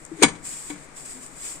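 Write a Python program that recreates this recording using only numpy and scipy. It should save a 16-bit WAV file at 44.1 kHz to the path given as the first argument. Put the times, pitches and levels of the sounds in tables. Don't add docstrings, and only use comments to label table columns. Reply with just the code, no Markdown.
import sys
import numpy as np
from scipy import signal
from scipy.fft import rfft, irfft
from scipy.io import wavfile
from scipy.ndimage import uniform_filter1d

SR = 44100
rng = np.random.default_rng(int(sys.argv[2]) if len(sys.argv) > 2 else 0)


def wrap_up_sound(samples):
    columns = np.atleast_2d(samples).T
    tamed = np.clip(columns, -1, 1)
    steps = np.round(tamed * 32767).astype(np.int16)
    wavfile.write(sys.argv[1], SR, steps)


N = 70560
TILT_FROM_HZ = 1500


def amp(db):
    return 10 ** (np.asarray(db) / 20)


def unit(x):
    return x / np.sqrt(np.mean(x ** 2) + 1e-20)


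def at_hz(points, hz):
    freqs, values = np.transpose(points)
    return np.interp(np.log(hz + 1), np.log(freqs + 1), values)


def sides(pan_db):
    return amp(np.array([[.5], [-.5]]) * pan_db)


def add(mix, start, sound):
    part = mix[:, max(round(start * SR), 0):][:, :sound.shape[1]]
    part += sound[:, :part.shape[1]]


def fade(t, t60):
    return np.exp(-np.log(1000) * t / t60)


def fade_bands(x, t60s):
    hz, t, bands = signal.stft(x, SR, nperseg=128)
    fall_db = -60 * t / at_hz(t60s, hz)[:, None]
    return signal.istft(bands * amp(fall_db), SR, nperseg=128)[1][:, :x.shape[1]]


# (frequency [Hz], coherence [0-1])
MIC_COHERENCE = [(60, 0.31), (280, 0.93), (640, 0.48), (1400, 0.041), (3000, 0.027), (7000, 0)]
def port_spectra(hz):
    left, other = rfft(rng.standard_normal((2, 2 * (len(hz) - 1))))
    same = at_hz(MIC_COHERENCE, hz)
    return np.array([left, same * left + np.sqrt(1 - same ** 2) * other])


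# (frequency [Hz], pan [dB])
MIC_PAN = [(60, 6.5), (300, 12), (700, 10.5), (1300, 7), (2400, 7), (3300, 0.5), (5200, 1), (7200, -1.5),
           (8100, 5.5), (8900, 6.5), (11000, 3), (15000, -2)]
def mic_noise(colour, size, tilt_db=0):
    hz = np.fft.rfftfreq(size, 1 / SR)
    spectra = port_spectra(hz) * sides(at_hz(MIC_PAN, hz))
    colour_db = at_hz(colour, hz) + tilt_db * np.log2(np.maximum(hz, TILT_FROM_HZ))
    return unit(irfft(spectra * amp(colour_db), size))


def friction(colour, stroke, grain_db=0.96, grain_s=0.0013):
    grain = unit(uniform_filter1d(rng.standard_normal(N), int(grain_s * SR)))
    level_db = np.interp(np.arange(N) / SR, *np.transpose(stroke))
    return amp(level_db) * unit(mic_noise(colour, N) * amp(grain_db * grain))


# (frequency [Hz], relative density [dB])
AIR_COLOUR = [(25, 6.5), (70, -4.5), (105, -12), (145, 2.5), (200, -6), (290, -1), (420, -6.5),
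              (1100, -8.5), (2100, -9.5), (3200, -23.5), (5500, -21.5), (7800, -20), (9300, -18),
              (10200, -52), (15000, -60)]
def still_air(level_db=-47):
    return amp(level_db) * mic_noise(AIR_COLOUR, N)


# (frequency [Hz], relative density [dB])
IRON_COLOUR = [(40, -12), (110, -14.5), (170, -11.5), (300, -5), (480, 5.5), (600, -5.5), (950, 0.5),
               (1900, 0), (2350, 6), (2750, -9.5), (3400, -2.5), (4500, -8.5), (5250, -9.5), (5700, -12.5),
               (6800, 2), (7500, -11.5), (8600, 1.5), (9400, -12.5), (10200, -38), (15000, -31)]
# (time [s], level [dB])
SLIDE_STROKE = [(0.0, -70.5), (0.15, -54.5), (0.184, -49), (0.212, -39), (0.225, -25), (0.235, -60),
                (0.27, -40), (0.33, -49.5), (0.42, -58), (0.68, -64), (0.714, -43.5), (0.79, -50),
                (0.86, -54.5), (0.93, -57)]
def sliding():
    return friction(IRON_COLOUR, SLIDE_STROKE)


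# (time [s], level [dB])
GRIT_SNAPS = [(0.035, -47), (0.0508, -29.5), (0.0542, -49), (0.064, -37), (1.264, -36)]
# (frequency [Hz], relative density [dB])
GRIT_COLOUR = [(1000, -34), (5500, -14.5), (7000, 0.5), (8300, 3), (9800, -20), (11500, -34), (15000, -31)]
def grit(rise_s=0.00021, t60_s=.01, pan_db=9):
    out, t = np.zeros((2, N)), np.arange(2048) / SR
    envelope = np.minimum(t / rise_s, 1) * fade(t, t60_s)
    for start, db in GRIT_SNAPS:
        add(out, start, amp(db) * sides(pan_db) * envelope * mic_noise(GRIT_COLOUR, len(t)))
    return out


# (time [s], level [dB], pitch [Hz], rise [s], t60 [s])
KNOCKS_AND_BOOMS = [(0.1156, -27.5, 323, 0.0031, .12), (0.13, -39.5, 167, 0.005, .15),
                    (0.164, -33, 404, 0.024, 0.11), (0.188, -31.5, 306.5, 0.011, 0.66),
                    (0.2208, 2, 414, 0.0041, 0.017), (0.2252, -21, 311.4, 0.002, 0.14),
                    (0.2345, -7, 289.2, 0.0026, 0.064), (0.239, -15.5, 237, 0.0059, 0.097),
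                    (0.256, -19.5, 160.3, 0.008, 0.075), (0.307, -36, 173, 0.011, 0.1157),
                    (0.7015, -30, 295.6, 0.0015, 0.22), (0.724, -33, 185, 0.041, 0.17),
                    (0.886, -37.5, 260, 0.0018, 0.038), (1.129, -38.5, 256.4, .04, 0.36)]
def thuds(pan_db=9.5):
    out, t = np.zeros((2, N)), np.arange(SR // 2) / SR
    for start, db, hz, rise, t60 in KNOCKS_AND_BOOMS:
        envelope = amp(db) * np.minimum(t / rise, 1) * fade(t, t60)
        add(out, start, -sides(pan_db) * envelope * np.sin(2 * np.pi * hz * t))
    return out


# (time [s], ring [dB], crash [dB], crack [dB], brightness [dB/octave], rise [s])
IRON_BLOWS = [(0.2245, -13.5, -9, -11, 2.5, 0.001), (0.2329, -0.5, -12.5, -3.5, 0, 0.0002),
              (0.2357, -48, -9.5, -20, -1, 0.00077), (0.2807, -23.5, -25, -70, 1, 0.0033),
              (0.351, -36, -39, -75, 0, 0.0033), (0.6993, -24, -32.5, -70, 0, 0.0024),
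              (0.886, -54, -51, -75, -2, 0.0026)]
# (frequency [Hz], relative level [dB], t60 [s], pan [dB])
IRON_MODES = [(768, -16, .085, 4), (945, -17, .08, 9), (1050, -20, .08, 3), (1145, -20, .1, 12),
              (1510, -19, .09, 0), (1738, -19, .11, 5), (2232, -14, .1, 17), (2325, -22, .14, 6),
              (2972, -21, .07, -1), (3345, -12, .06, 3), (3948, -18, .08, -6), (4858, -26, .13, -10),
              (6028, -30, .18, -2), (6890, -17, .1, -1), (7149, -22, .09, -11), (8105, -23, .12, 12),
              (8560, -16, .08, 1), (8635, -20, .09, 4), (9288, -32, .11, 13)]
def ringing(max_lag_rad=1.7):
    out, t = np.zeros((2, N)), np.arange(SR // 2) / SR
    lags = max_lag_rad * rng.uniform(-1, 1, len(IRON_MODES))
    for start, ring_db, _, _, tilt_db, rise in IRON_BLOWS:
        for (hz, db, t60, pan_db), lag in zip(IRON_MODES, lags):
            phase = np.array([[0], [lag * (1 - at_hz(MIC_COHERENCE, hz))]])
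            bright_db = tilt_db * np.log2(max(hz / TILT_FROM_HZ, 1))
            envelope = amp(ring_db + db + bright_db) * (1 - np.exp(-t / rise)) * fade(t, t60)
            add(out, start, sides(pan_db) * envelope * np.sin(2 * np.pi * hz * t + phase))
    return out


# (frequency [Hz], t60 [s])
CRASH_DECAY = [(100, 0.12), (1000, 0.075), (4000, 0.071), (8500, 0.063), (12000, 0.054)]
# (frequency [Hz], relative density [dB])
CRACK_COLOUR = [(300, -16), (3000, 1), (6000, -2), (8600, -1), (10000, -21), (15000, -31)]
def crashes(crack_t60_s=.018):
    out, t = np.zeros((2, N)), np.arange(SR // 2) / SR
    for start, _, crash_db, crack_db, tilt_db, rise in IRON_BLOWS:
        crash = amp(crash_db) * fade_bands(mic_noise(IRON_COLOUR, len(t), tilt_db), CRASH_DECAY)
        crack = amp(crack_db) * mic_noise(CRACK_COLOUR, len(t)) * fade(t, crack_t60_s)
        add(out, start, (crash + crack) * (1 - np.exp(-t / rise)))
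    return out


# (frequency [Hz], t60 [s])
YARD_DECAY = [(150, 0.66), (1000, .36), (4000, 0.22), (9000, 0.21), (13000, 0.18)]
# (frequency [Hz], gain [dB])
YARD_COLOUR = [(60, -5), (160, -13), (350, -24.5), (1000, -14), (4000, -16.5), (8500, -13.5), (12000, -26)]
def yard(direct, build_s=0.021):
    size = SR // 2
    hz, t = np.fft.rfftfreq(size, 1 / SR), np.arange(size) / SR
    spectra = port_spectra(hz)
    white_norm = np.linalg.norm(fade_bands(irfft(spectra, size), YARD_DECAY)[0])
    tail = fade_bands(irfft(spectra * amp(at_hz(YARD_COLOUR, hz)), size), YARD_DECAY)
    tail *= np.minimum(t / build_s, 1) ** 2
    return signal.fftconvolve(direct, tail / white_norm, axes=1)[:, :N]


# (time [s], relative level [dB])
HAND_STROKES = [(0.0, -52.5), (0.05, -52.5), (0.114, -58), (0.19, -49.5), (0.3, -58), (0.419, -58),
                (0.453, -34), (0.512, -34), (0.64, -39), (0.705, -37), (0.755, -53), (0.85, -49),
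                (0.875, -61), (0.947, -54.5), (0.97, -38.5), (1.045, -43.5), (1.059, -36.5), (1.075, -40.5),
                (1.11, -37), (1.198, -46.5), (1.235, -39), (1.3, -50), (1.345, -48), (1.41, -38),
                (1.462, -31.5), (1.528, -35.5), (1.6, -48)]
# (frequency [Hz], relative density [dB])
HAND_COLOUR = [(100, -70), (900, -20), (2200, -13), (3500, -19), (5000, -12), (6200, -13), (7100, -0.5),
               (8100, 2), (9000, -6.5), (9800, -16), (11000, -23), (14300, -20.5), (15500, -34)]
def rubbing(ripple_db=3, ripple_hz=90, ring_db=15.5):
    hz = np.fft.rfftfreq(N, 1 / SR)
    ripple = uniform_filter1d(rng.standard_normal((2, len(hz))), int(ripple_hz * N / SR), axis=1)
    ripple_gain = unit(amp(ripple_db * unit(ripple)))
    modes = sum(amp(db + ring_db) / (1 + 1j * (hz - mode_hz) * t60)
                for mode_hz, db, t60, _ in IRON_MODES)
    hiss = friction(HAND_COLOUR, HAND_STROKES)
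    return irfft(rfft(hiss) * ripple_gain * (1 + modes), N)


def scene():
    ring = ringing()
    contacts = crashes() + thuds() + grit() + sliding()
    reflections = yard(contacts + amp(-5) * ring)
    return ring + contacts + reflections + rubbing() + still_air()


def record(dry, cutoff_hz=15600):
    clipped = dry / (1 + dry ** 8) ** (1 / 8)
    lowpass = signal.firwin(255, cutoff_hz, window=("kaiser", 7), fs=SR)
    return signal.oaconvolve(clipped, lowpass[None], "same")


dry = scene()
out = record(dry)
wrap_up_sound(out)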